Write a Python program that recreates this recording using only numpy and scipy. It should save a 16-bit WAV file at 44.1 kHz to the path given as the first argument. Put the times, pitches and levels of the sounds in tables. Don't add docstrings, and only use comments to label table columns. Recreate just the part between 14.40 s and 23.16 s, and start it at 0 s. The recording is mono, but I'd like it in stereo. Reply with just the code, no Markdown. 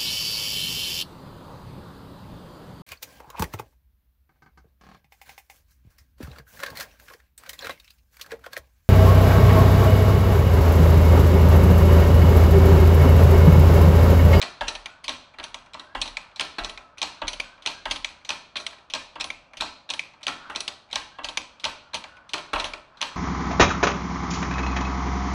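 import sys
import numpy as np
from scipy import signal
from scipy.fft import rfft, irfft
from scipy.io import wavfile
from scipy.ndimage import uniform_filter1d

SR = 44100
rng = np.random.default_rng(int(sys.argv[2]) if len(sys.argv) > 2 else 0)


def attenuation_scalar(level_db):
    decades = np.asarray(level_db, float) / 20
    return 10 ** decades


def digitize_waveform(pressure):
    field = np.atleast_2d(pressure).T
    bounded = np.clip(field, -1, 1)
    quanta = np.round(bounded * 32767).astype(np.int16)
    wavfile.write(sys.argv[1], SR, quanta)


N = 386302

# frequency in Hz, density in dB per Hz.
ROOM_TONE = [(12, -11), (20, 6), (59, 24.5), (433, 8), (603, 18.5), (1270, 13), (1830, -14), (3970, -32),
             (8620, -41), (15000, -40)]
# time in seconds, level in dB.
OIL_FLOW = [(0.0, -35.5), (0.24, -49.5), (0.85, -52), (2.14, -48.5), (2.63, -53.5), (2.78, -46),
            (4.05, -52.5), (5.85, -59), (6.07, -36.5), (6.29, -55), (7.98, -48.5), (8.15, -42),
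            (8.44, -53.5), (8.76, -36)]
# time in seconds, clack in dB, bounce delay in ms, bounce clack in dB, bounce blow in dB.
TOPS = [(0.0155, -13.5, 9.6, -15, -34), (.6805, -13, 12.1, -15, -38), (1.3339, -32.5, 8.5, -27, -40),
        (1.9962, -12, 12.2, -14.5, -35.5), (2.6162, -12.5, 11, -13.5, -35.5),
        (3.2607, -12.5, 11.2, -14.5, -37.5), (3.8912, -14, 12.1, -13, -35.5), (4.5363, -13, 13, -18, -36.5),
        (5.2081, -12.5, 11.5, -20, -33.5), (5.867, -12, 13, -15, -31.5), (6.5279, -15.5, 28.3, -11.5, -33),
        (7.2413, -14, 9.7, -13.5, -32), (7.934, -14, 5.4, -17, -32), (8.6141, -12.5, 10.5, -14, -34.5)]
# time in seconds, clack in dB, frame blow in dB, contact in ms.
THUDS = [(.209, -19, -28.5, 5.6), (0.985, -30.5, -41.5, 8.1), (.997, -26.5, -44, 5.9),
         (1.549, -28, -31.5, 3), (2.1835, -21.5, -31, 12), (2.817, -24, -30.5, 5.1),
         (3.4545, -19.5, -32, 4.9), (4.156, -22, -38.5, 20), (4.7554, -37, -40, 7.5),
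         (5.4899, -26.5, -47, 23), (6.0974, -48, -35.5, 3.6), (6.7845, -50, -37, 3),
         (7.5336, -28, -40.5, 4), (8.1323, -22, -24.5, 13), (8.1582, -21.5, -30.5, 4.1)]
# time in seconds, clack in dB, frame blow in dB, contact in ms, graze in dB.
CATCHES = [(.28, -14.5, -36, 9.5, -33), (1.039, -21.5, -44, 5.7, -33), (1.6148, -13, -41, 7, -39),
           (2.2456, -16, -39, 5.9, -30), (2.8795, -13.5, -46.5, 7, -30), (3.5103, -12, -38, 7.7, -33),
           (4.1662, -17.5, -46, 8.2, -41), (4.8084, -14.5, -44.5, 5.9, -24.5),
           (5.5009, -16.5, -40.5, 5.9, -39), (6.159, -13.5, -39.5, 5.9, -27),
           (6.8441, -17.5, -38.5, 8.4, -34), (7.5424, -16.5, -36, 15, -39), (8.1973, -16, -33.5, 8.9, -28)]
# time in seconds, clack in dB, frame blow in dB, contact in ms.
RATTLES = [(.3505, -23, -43.5, 7.3), (1.395, -26.5, -45, 5.6), (1.6551, -30, -43, 13),
           (1.676, -25, -47.5, 9), (2.2942, -26, -44.5, 6.5), (2.9306, -23, -45.5, 8.1),
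           (3.558, -24, -44.5, 9.2), (4.1988, -28, -46.5, 15), (4.8417, -19.5, -41, 4.5),
           (5.5365, -18.5, -42.5, 5), (6.2044, -17, -45.5, 4.1), (6.8861, -20.5, -41, 6.2),
           (7.98, -27, -45, 6.5), (8.181, -30, -51, 4.1), (8.2424, -17.5, -36, 3.1),
           (8.2488, -25.5, -40.5, 22)]
# time in seconds, clack in dB, frame blow in dB, socket ping in dB.
BOTTOMS = [(0.458, -21, -45.5, 4), (1.1431, -21, -43.5, 0), (1.7687, -15, -42.5, 3), (2.3747, -28, -46, 9),
           (2.9994, -14.5, -43.5, 2.5), (3.6449, -13, -44, 2.5), (4.265, -17, -44, 0),
           (4.9019, -18, -48.5, 5.5), (5.5925, -13, -50.5, 5), (6.2781, -14.5, -41, -4),
           (6.9723, -11.5, -39.5, 0), (7.6392, -28.5, -44.5, 4), (8.3348, -22.5, -40, 5)]
# time in seconds, clack in dB.
TICKS = [(0.6351, -48), (.9377, -43), (1.2606, -46), (1.9149, -49), (1.9913, -39), (2.5727, -43),
         (3.178, -45.5), (3.254, -33.5), (3.8132, -50), (3.887, -39), (4.3285, -40), (4.3809, -45),
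         (5.109, -59), (5.1331, -37.5), (5.2025, -28.5), (5.7348, -44.5), (5.8084, -48), (5.8153, -48),
         (6.488, -52), (6.5003, -45.5), (7.236, -32), (7.7677, -43.5), (8.608, -30)]
# time in seconds, clack in dB.
SLACK = [(0.641, -27.5), (1.9595, -29), (2.5811, -29.5), (3.2214, -37), (3.848, -31.5), (4.4994, -30.5),
         (5.1698, -29), (5.83, -29), (6.5115, -34.5), (7.1972, -35), (7.8913, -33), (8.571, -40)]
# frequency in Hz, width in Hz, level in dB.
LINKAGE = [(1950, 390, -12), (2360, 222, 1.5), (2514, 187, 2), (3176, 560, -0.5), (4056, 486, 2.5),
           (4447, 700, -2.5), (5190, 720, -8), (5980, 500, -5.5), (6590, 1100, -13.5), (8590, 900, -18.5),
           (10580, 420, -29), (12900, 4300, -37)]
# frequency in Hz, T60 in seconds, level in dB at the top, in the socket, at the bottom.
TUBE = [(2400, 0.31, -8, -2, -6), (2570, 0.3, -5.5, 0, -6.5), (3280, .3, -9, -9.5, -6),
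        (3570, 0.16, -9.5, -12, 2), (3820, 0.33, -6.5, -1, -3), (4190, 0.42, -3, -8, -8.5),
        (4250, 0.35, -7.5, -7, -5), (5100, .26, -6, -10, -13.5), (5850, 0.17, 0, 3, 4),
        (6860, .21, -3, 4, 7), (7910, .2, 5, 8, 7), (9690, .16, 2, 17, 7), (11360, .12, 13.5, -1, 6),
        (12280, .1, 11, 3, 12)]
# frequency in Hz,
# level in dB, T60 in seconds.
FRAME_MODES = [(62.6, -3.5, 0.36), (83, -6, 0.43), (135.3, -23.5, 0.35), (189, -7.5, 0.32),
               (250, -4, 0.36), (295.7, -5.5, 0.29), (417, -7.5, 0.21), (550, -9, 0.58), (635, 5, 0.057),
         (780, 3.5, 0.24), (844, -8, 1), (950, 0, 0.42), (990, -10, 0.53), (1213, 6.5, 0.089),
         (1262, -0.5, 0.24), (1450, -4.5, 0.55), (1663, -8.5, 0.23), (1600, 4, 0.18)]
# frequency in Hz, level in dB, T60 in seconds.
BED = [(297.6, -6, 0.03), (458, -12.5, 0.057), (602.6, -1, 0.037), (712, -7, 0.077), (903, 3, 0.031),
       (1030, 4, 0.017), (1178, -2.5, 0.03), (1320, 2.5, 0.028), (1534, -4.5, 0.04), (1774, -6, 0.06),
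       (1934, -4, 0.027), (2210, -4.5, 0.032), (2763, -2.5, 0.022), (3276, -2.5, 0.0053)]
# frequency in Hz, level in dB, T60 in seconds.
RAM = [(290, -11.5, 0.21), (372, -4.5, 0.11), (428, -13.5, 0.069), (1400, -5, .2), (1543, 1, .062),
       (1650, 6.5, 0.15), (1920, -12, .05), (2104, -4.5, 0.1), (2620, -0.5, 0.19), (2960, 5, 0.11),
       (3350, 3, 0.044)]
# frequency in Hz, T60 in seconds.
ROOM_T60 = [(200, 0.5), (1000, 0.39), (3000, 0.51), (8000, 0.4), (12000, 0.29)]
# time in seconds, level in dB, T60 in seconds.
THUMPS = [(0.23, -27, 0.48), (0.672, -43, 0.41), (0.99, -48.5, 1.1), (1.574, -28, 0.52), (2.216, -26, 0.36),
          (2.839, -30.5, 0.55), (3.274, -53, 1), (3.482, -29, 0.47), (4.521, -50, 0.62), (4.79, -48, 0.88),
          (5.196, -38, 0.3), (5.862, -49, 0.42), (6.558, -48, 0.47), (6.843, -41, 0.51), (7.928, -65, 2.1),
          (8.149, -27, 0.48)]
# start and end in seconds, first and last frequency in Hz, level in dB.
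WHISTLES = [(0.26, 0.413, 1780, 1790, -47), (.46, .6, 1454, 1490, -52), (1.422, 1.575, 1450, 1710, -53),
            (2.41, 2.58, 1306, 1290, -56), (3.03, 3.166, 1500, 1520, -52), (3.276, 3.438, 1595, 1620, -50),
            (5.94, 6.13, 1276, 1624, -46), (6.11, 6.16, 1700, 1710, -57), (6.697, 6.83, 1510, 1740, -52),
            (7.3, 7.523, 1460, 1400, -55.5), (7.652, 7.857, 1465, 1500, -51.5),
            (7.993, 8.12, 1400, 1400, -55)]
# frequency in Hz, gain in dB.
HOUSING = [(10200, -2), (10900, -17.5), (14500, -18), (15300, -19), (15800, -45)]
# frequency in Hz, gain in dB.
LEFT_DB = [(25, -15.5), (90, -11), (180, -1), (600, 1.6), (1300, -1.3), (2500, -5.4), (4700, -11.3),
           (9000, -12), (11000, -8), (12200, 0)]
# frequency in Hz, lead in radians.
LEFT_TURN = [(90, .3), (180, 1.0), (300, 1.2), (1500, 1.22), (4700, 1.44), (6000, 2.2), (10000, 2.4),
             (13000, 3.2)]
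# frequency in Hz, likeness from 0 to 1.
LEFT_SAME = [(40, .65), (110, .55), (240, .98), (3500, .96), (5000, .75), (9000, .55), (11000, .3),
             (15000, .2)]


def evened(x):
    return x / np.sqrt(np.mean(x ** 2) + 1e-20)


def read(points, hz):
    f, value = np.transpose(points)
    return np.interp(np.log(hz + 1), np.log(f + 1), value)


def add(mix, s, sound):
    part = mix[round(s * SR):][:len(sound)]
    part += sound[:len(part)]


def coloured(points):
    hz = np.fft.rfftfreq(N, 1 / SR)
    return evened(irfft(rfft(rng.standard_normal(N)) * attenuation_scalar(read(points, hz)), N))


def room_tone():
    return attenuation_scalar(-56.5) * np.array([coloured(ROOM_TONE), coloured(ROOM_TONE)])


def oil_hiss():
    s, db = np.transpose(OIL_FLOW)
    hiss = coloured([(300, -8.0), (550, -22.5), (1000, 2.5), (1500, 3.0), (2000, -9.5), (5000, -17), (9000, -37)])
    return attenuation_scalar(np.interp(np.arange(N) / SR, s, db) - 4) * hiss


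def contact(place, s, clack_db, blow_db, ping_db, ms, room_db):
    return place, s, clack_db, blow_db, ping_db, ms, room_db


def contacts():
    top, socket, bottom = range(3)
    hits = [contact(bottom, s, db, blow_db, ping_db=0.5, ms=ms, room_db=-19)
            for s, db, blow_db, ms in THUDS]
    for s, db, after_ms, bounce_db, blow_db in TOPS:
        bounce_s = s + after_ms / 1000
        hits += [contact(top, s, db, db - 24.5, ping_db=-0.8, ms=3.46, room_db=-12),
                 contact(top, bounce_s, bounce_db, blow_db, ping_db=-2, ms=3.34, room_db=-15)]
    for s, db, blow_db, ms, graze_db in CATCHES:
        hits += [contact(socket, s, db, blow_db, ping_db=-3, ms=ms, room_db=-16.5),
                 contact(socket, s - .0098, graze_db, graze_db - 16, ping_db=2, ms=15, room_db=-19)]
    hits += [contact(socket, s, db, blow_db, ping_db=-3, ms=ms, room_db=-17)
             for s, db, blow_db, ms in RATTLES]
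    hits += [contact(bottom, s, db, blow_db, ping_db=ping_db, ms=4.4, room_db=-18)
             for s, db, blow_db, ping_db in BOTTOMS]
    hits += [contact(top, s, db, db - 25, ping_db=-1.5, ms=9.2, room_db=-13) for s, db in SLACK]
    hits += [contact(top, s, db, db - 12.5, ping_db=7.5, ms=6.1, room_db=-18) for s, db in TICKS]
    return hits


def whitened(x, share):
    z = rfft(x)
    return z / (abs(z) + 0.45 * abs(z).mean(-1, keepdims=True)) ** share


def clack(db, ping_db, ms, dull_db, chance):
    t, hz = np.arange(2048) / SR, np.fft.rfftfreq(2048, 1 / SR)
    attack = np.minimum(t / 0.00039, 1)
    scrape = chance * abs(chance) ** 0.2 * attack * attenuation_scalar(-9 * t * 1000 / ms)
    body = power = 0
    for k, (f, width, level_db) in enumerate(LINKAGE):
        flat_db = ping_db * np.interp(f, [2400, 2600, 3100], [1.6, .3, -.3])
        varied_db = 2.47 * chance[0, -1 - k]
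        soft_db = dull_db * max(np.log2(f / 4100), 0)
        mode = attenuation_scalar(level_db + flat_db + varied_db + soft_db) / (1 + 2j * (hz - f) / width)
        body = body + (-1) ** k * mode
        power = power + abs(mode) ** 2
    x = irfft(whitened(scrape, 0.56) * body)
    smooth = irfft(np.sqrt(power) * body / abs(body))
    x *= attenuation_scalar(db) / np.sqrt(uniform_filter1d(x ** 2, 100).max(-1, keepdims=True))
    return x, smooth * np.linalg.norm(x[0]) / np.linalg.norm(smooth)


def blow(db, chance):
    t = np.arange(2048) / SR
    swell = (t / .005) ** 0.53 * np.exp(-t / 0.0052)
    spectrum = whitened((0.054 + chance * abs(chance)) * swell, 0.51)
    heard = abs(spectrum)[20:80]
    return attenuation_scalar(db) * irfft(spectrum) / np.sqrt(np.mean(heard ** 2))


def rings(modes, length_s):
    t = np.arange(round(length_s * SR)) / SR
    x = 0
    for hz, db, t60 in modes:
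        sine = np.sin(2 * np.pi * (hz * t + rng.random()))
        x = x + attenuation_scalar(db - 60 * t / t60) * sine / np.sqrt(t60)
    return x / np.linalg.norm(x)


def room(x):
    hz, t, z = signal.stft(rng.standard_normal((2, SR * 2 // 5)), SR, nperseg=128)
    tail = signal.istft(z * attenuation_scalar(-60 * t / read(ROOM_T60, hz)[:, None]), SR, nperseg=128)[1]
    tail *= np.minimum(np.arange(tail.shape[1]) / SR / 0.0092, 1)
    return signal.fftconvolve(x[None], tail / np.linalg.norm(tail[0]), axes=1)[:, :N]


def jack():
    direct, loads = np.zeros((2, N)), np.zeros(N)
    blows, sent = np.zeros((3, N)), np.zeros((3, N))
    hits = contacts()
    chances = rng.standard_normal((len(hits), 2, 2048))
    for k, (hit, chance) in enumerate(zip(hits, chances)):
        place, s, clack_db, blow_db, ping_db, ms, room_db = hit
        is_thud = k < len(THUDS)
        dull_db = -22 if is_thud else 0
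        sound, smooth = clack(clack_db, ping_db, ms, dull_db, chance)
        add(direct[0], s, sound[0])
        add(direct[1], s, sound[1])
        add(sent[place], s, attenuation_scalar(room_db) * smooth)
        add(blows[k % 3], s, blow(blow_db, chance[1]))
        if is_thud:
            add(loads, s, blow(blow_db, chance[0]))
    out = direct + attenuation_scalar(29) * signal.oaconvolve(loads, rings(RAM, .3))[:N]
    for place, (push, send) in enumerate(zip(blows, sent)):
        frame = attenuation_scalar(29.5) * signal.oaconvolve(push, rings(FRAME_MODES, .5))[:N]
        knock = attenuation_scalar(35.0) * signal.oaconvolve(push, rings(BED, 0.11))[:N]
        tube_modes = [(hz, db[place], t60) for hz, t60, *db in TUBE]
        tube = attenuation_scalar(6.5) * signal.oaconvolve(send, rings(tube_modes, 0.45))[:N]
        out = out + frame + knock + tube + room(attenuation_scalar(4.5) * send + attenuation_scalar(-4.0) * knock)
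    return out


def thumps(own):
    out, t = np.zeros(N), np.arange(SR // 2) / SR
    for (s, db, t60), turn in zip(THUMPS, rng.random((len(THUMPS), 1))):
        swing = np.sin(2 * np.pi * (33 * t - own * turn))
        swing += 0.55 * np.sin(2 * np.pi * (38 * t + own * turn))
        swing += 0.071 * np.sin(2 * np.pi * 27 * t)
        swing += 0.35 * np.sin(2 * np.pi * (70 + 14 * turn) * t) * np.exp(-t / 0.25)
        onset = 1 - np.exp(-t / 0.041)
        add(out, s - .015, attenuation_scalar(db + 5.0 - 60 * t / t60) * onset * swing)
    return out


def valve_whistles():
    out = np.zeros(N)
    r = np.exp(-np.pi * 45 / SR)
    for start, end, from_hz, to_hz, db in WHISTLES:
        hz = np.linspace(from_hz, to_hz, round((end - start) * SR))
        turn = np.exp(2j * np.pi * np.cumsum(hz) / SR)
        fuzz = rng.standard_normal(len(hz)) / turn
        for _ in range(2):
            fuzz = signal.lfilter([1], [1, -r], fuzz)
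        add(out, start, attenuation_scalar(db) * evened((turn * fuzz).real) * signal.windows.tukey(len(hz), .4))
    return out


def scene():
    air, oil = room_tone(), oil_hiss()
    return air + oil + jack() + np.array([thumps(0), thumps(1.0)]) + valve_whistles()


def roll_off(x):
    return signal.sosfilt(signal.butter(12, 15850, fs=SR, output="sos"), x)


def record(dry):
    hz = np.fft.rfftfreq(N, 1 / SR)
    shared, other = rfft(dry) * attenuation_scalar(read(HOUSING, hz))
    same = np.clip(read(LEFT_SAME, hz), 0, 1)
    left = same * shared + 1j * np.sqrt(1 - same ** 2) * other
    left = left * attenuation_scalar(read(LEFT_DB, hz)) * np.exp(1j * read(LEFT_TURN, hz))
    return roll_off(irfft(np.array([left, shared]), N))


dry = scene()
out = record(dry)
digitize_waveform(out)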